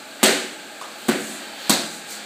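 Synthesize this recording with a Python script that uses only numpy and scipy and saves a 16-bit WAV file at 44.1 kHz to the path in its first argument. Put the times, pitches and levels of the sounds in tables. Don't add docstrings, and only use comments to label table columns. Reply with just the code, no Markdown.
import sys
import numpy as np
from scipy import signal
from scipy.fft import rfft, irfft
from scipy.io import wavfile
from scipy.ndimage import uniform_filter1d

SR = 44100
rng = np.random.default_rng(int(sys.argv[2]) if len(sys.argv) > 2 else 0)


def unload_wav(signal):
    wavfile.write(
        sys.argv[1],
        SR,
        np.round(np.clip(np.atleast_2d(signal).T, -1, 1) * 32767).astype(np.int16),
    )


N = 99225


def amp(db):
    return 10 ** (np.asarray(db) / 20)


def unit(x):
    return x / np.sqrt(np.mean(x ** 2) + 1e-20)


def read(points, hz):
    table_hz, value = np.transpose(points)
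    return np.interp(np.log(hz + 1), np.log(table_hz + 1), value)


def bump(hz, centre_hz, octaves):
    return np.exp(-.5 * (np.log2((hz + 1) / centre_hz) / octaves) ** 2)


def add(mix, start_s, sound):
    part = mix[round(start_s * SR):][:len(sound)]
    part += sound[:len(part)]


def colour(x, db_at, size=4096):
    hz = abs(np.fft.fftfreq(size, 1 / SR))
    log_gain = np.log(amp(db_at(hz)))
    spectrum = np.exp(signal.hilbert(log_gain).conj())
    taps = np.fft.ifft(spectrum).real[:size // 2]
    return signal.fftconvolve(x, taps)[:len(x)]


def burst(envelope, count=6):
    size = len(envelope)
    x = envelope * rng.standard_normal(size)
    for _ in range(count):
        x = irfft(np.exp(1j * np.angle(rfft(x))), size)
        local_level = np.sqrt(abs(uniform_filter1d(x ** 2, size=40)) + 1e-12)
        x = x * envelope / local_level
    return x / np.linalg.norm(x)


def ring(modes, t):
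    total = 0
    for k, (hz, db, t60_s) in enumerate(modes):
        decay = np.exp(-np.log(1000) * t / t60_s)
        total = total + (-1) ** k * amp(db) * decay * np.sin(2 * np.pi * hz * t)
    return total


# pitch_hz, level_db (relative)
LEATHER_COLOUR = [(150, -7), (400, 2), (800, 4), (1200, 1), (2000, -4.5), (3000, -3.5), (4400, 1),
                  (5300, -7), (6500, -2.5), (8200, 3), (10000, -6), (15000, -7.5)]
SLAP_TONE_HZ = (500, 950, 1600, 2800, 4300, 9000)
SLAP_DB, SLAP_DECAY_S = 17, 0.00179
CRUSH_DB, CRUSH_DECAY_S = -13, 0.0117


def slap(t, second_s, second_db, tone_db):
    first = np.exp(-t / SLAP_DECAY_S)
    second = amp(second_db) * (t > second_s) * np.exp(-abs(t - second_s) / SLAP_DECAY_S)
    crush = amp(CRUSH_DB) * np.exp(-t / CRUSH_DECAY_S)
    contact = np.zeros(SR)
    add(contact, 0, burst((first + second + crush)[:4096]))
    tone = list(zip(SLAP_TONE_HZ, tone_db))
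    return amp(SLAP_DB) * colour(contact, lambda f: read(LEATHER_COLOUR, f) + read(tone, f))


# pitch_hz, level_db (relative), t60_s (time to fall 60 dB)
PADDING_MODES = [(143, -21, .06), (230, 1, 0.064), (287, -2, 0.057), (368.5, -3.5, 0.067),
                 (520.6, -14, 0.0322)]
# pitch_hz, gain_db
THUMP_COLOUR = [(30, -16), (90, -13), (130, -2.5), (190, 1.5), (600, 4), (1500, -12)]
THUMP_DB = -14


def thump(t, thump_db, pitch):
    padding = ring(PADDING_MODES, t * pitch)
    return -amp(THUMP_DB + thump_db) * colour(padding, lambda f: read(THUMP_COLOUR, f))


# pitch_hz, level_db (relative), t60_s (time to fall 60 dB)
STANDING_WAVES = [(175.9, -57.5, 0.95), (215.8, -60.5, 1), (288, -58.5, 0.65), (293.5, -50.5, 0.97),
                  (376.3, -54, 0.88), (478, -49, 0.94), (561, -34, 0.81), (671, -32, 0.56)]
BOOM_DB = -7.5
FAVOUR_DB = 4.5


def boom(padding_thump, t, favoured_hz):
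    waves = []
    for hz, db, t60_s in STANDING_WAVES:
        boost_db = FAVOUR_DB * bump(hz, favoured_hz, 0.067)
        waves.append((hz, db + boost_db, t60_s))
    return amp(BOOM_DB) * signal.fftconvolve(padding_thump, ring(waves, t))[:len(t)]


def punch(thump_db, pitch, second_s, second_db, tail_db, favoured_hz, *tone_db):
    t = np.arange(SR) / SR
    leather_slap = slap(t, second_s, second_db, tone_db)
    padding_thump = thump(t, thump_db, pitch)
    return room(leather_slap + padding_thump, tail_db) + boom(padding_thump, t, favoured_hz)


# start_s, thump_db (relative), padding_pitch_ratio, second_contact_s (after the first),
# second_contact_db (relative to the first), room_tail_db (relative), favoured_standing_wave_hz,
# then slap_db (relative) at each pitch of SLAP_TONE_HZ
PUNCHES = [(0.2303, -0.45, 1, .006, -2, 1, 371, 0, -0.5, 2, 1, -1.5, -0.5),
           (1.084, 0.34, 0.96, .0036, 3.5, -0.32, 217, -3, -6, -3.5, -8.5, -13.5, -13),
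           (1.6957, -0.15, 0.94, .0098, -5.5, -1.93, 176, -2.5, -0.5, -3.5, -4.5, 0, -2)]


def punches():
    hits = np.zeros(N)
    for start_s, *blow in PUNCHES:
        add(hits, start_s, punch(*blow))
    return hits


# pitch_hz, t60_s (time to fall 60 dB)
ROOM_T60 = [(100, 0.91), (220, 0.62), (450, 0.57), (900, 0.58), (1700, 0.69), (4200, 0.61), (8000, 0.64),
            (14000, 0.51)]
# pitch_hz, gain_db
ROOM_COLOUR = [(60, -38), (120, 2), (190, -3.5), (330, 2.5), (600, 10.5), (1000, 1), (1700, 13),
               (4200, 10.5), (8000, 3.5), (14000, -3)]
BUILD_S = 0.0055


def room_tail(tail_db):
    t = np.arange(SR) / SR
    hz, frame_s, bands = signal.stft(rng.standard_normal(SR), SR, nperseg=256)
    t60_s = read(ROOM_T60, hz)[:, None]
    even_energy = np.sqrt(2 * np.log(1000) / (t60_s * SR))
    bands = bands * amp(-60 * frame_s / t60_s) * even_energy
    tail = signal.istft(bands, SR, nperseg=256)[1][:SR]
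    tail = tail * (1 - np.exp(-t / BUILD_S))
    return colour(tail, lambda f: read(ROOM_COLOUR, f) + tail_db)


# delay_s, level_db (before their low tones are softened)
ECHOES = [(.0022, -1.5), (.0085, -1.5), (.0155, -14), (.022, -27.5), (.029, -7), (.0425, -10.5)]


def room(x, tail_db=0):
    response = room_tail(tail_db)
    add(response, 0, np.ones(1))
    blur = np.exp(-np.arange(256) / SR / 0.00062)
    for delay_s, db in ECHOES:
        echo = colour(amp(db) * burst(blur), lambda f: -10 / (1 + (f / 400) ** 2))
        add(response, delay_s, echo)
    return signal.fftconvolve(x, response)[:len(x)]


# pitch_hz, gain_db
SCUFF_COLOUR = [(60, -38), (300, 10.5), (2500, 0.5), (4500, 5.5), (5200, -6), (6500, -3), (8200, 0.5),
                (9900, -7), (15000, -1.5)]
GRAIN_DB = 2.5


def scuff(peak_s, rise_s, fall_s, db, centre_hz, octaves):
    t = np.arange(N) / SR - peak_s
    flutter = unit(uniform_filter1d(rng.standard_normal(N), size=120))
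    grains = rng.standard_normal(N) * amp(GRAIN_DB * flutter)
    hiss = unit(colour(grains, lambda f: read(SCUFF_COLOUR, f) + 18 * (bump(f, centre_hz, octaves) - 1)))
    swell = np.exp(-(t / np.where(t < 0, rise_s, fall_s)) ** 2)
    return amp(db) * hiss * swell


# peak_s, rise_s, fall_s, level_db (relative), centre_hz, width_octaves
SCUFFS = [(.222, 0.027, 0.013, -36.5, 1800, 1.1), (1.04, 0.097, 0.056, -42.5, 5110, 5.4),
          (1.3, 0.21, 0.083, -37.5, 8300, .5), (1.43, 0.21, .1, -42, 1300, 2.4),
          (1.68, .15, 0.023, -37, 3150, 2.1), (1.93, 0.11, 0.065, -41.5, 8000, 0.59),
          (2.114, 0.041, 0.047, -35, 7500, 0.74), (2.2, 0.24, .1, -46, 1830, 1.8)]
SCUFF_DB = -5.5


def scuffs():
    return amp(SCUFF_DB) * sum(scuff(*row) for row in SCUFFS)


# pitch_hz, gain_db
SOLE_COLOUR = [(60, -60), (150, -31), (350, -9), (850, -8), (1050, 1), (1200, 2), (1380, -11),
               (2200, -21.5), (4200, -18), (5600, -22), (8200, -19), (10500, -25), (15000, -38)]
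STEP_S, STEP_DECAY_S, STEP_DB = .8125, .009, 8.5


def step():
    t = np.arange(4096) / SR
    pat = burst(np.exp(-t / STEP_DECAY_S))
    return amp(STEP_DB) * colour(pat, lambda f: read(SOLE_COLOUR, f))


# (per Hz, relative)
AIR_COLOUR = [(25, -60), (70, -34.5), (115, -14), (170, -15), (215, -5.5), (260, -1), (350, -1.5),
              (440, -7), (660, 0), (750, -7), (830, 4), (950, -14.5), (1150, -9), (1370, -3.5),
              (1480, -5.5), (1600, 1), (1900, -11.5), (2400, -5), (3000, -9.5), (4400, -7), (5300, -19),
              (6500, -15.5), (8000, -10.5), (10000, -23.5), (15000, -24.5)]
AIR_DB = -38.5


def air():
    noise = colour(rng.standard_normal(N + SR), lambda f: read(AIR_COLOUR, f))
    return amp(AIR_DB) * unit(noise[SR:])


# time_s, level_db (rms)
HUM_LEVEL = [(0, -60), (.75, -59), (1.9, -57), (2.1, -50.5), (2.25, -49)]
HUM_HZ = 209.5


def hum():
    t = np.arange(N) / SR
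    level = amp(np.interp(t, *np.transpose(HUM_LEVEL)))
    return level * unit(np.sin(2 * np.pi * HUM_HZ * t))


def scene():
    hits = punches()
    feet = scuffs()
    add(feet, STEP_S, step())
    return (hits + room(feet) + air() + hum())[None]


LOW_CUT_HZ, CUTOFF_HZ = 60, 15350


def record(dry):
    limited = dry / (1 + (dry / 1.1) ** 4) ** .25
    low_cut = signal.butter(1, LOW_CUT_HZ, "high", fs=SR, output="sos")
    lean = signal.sosfilt(low_cut, limited)
    band_limit = signal.firwin(301, CUTOFF_HZ, window=("kaiser", 8), fs=SR)
    return signal.oaconvolve(lean, band_limit[None], "same")


dry = scene()
out = record(dry)
unload_wav(out)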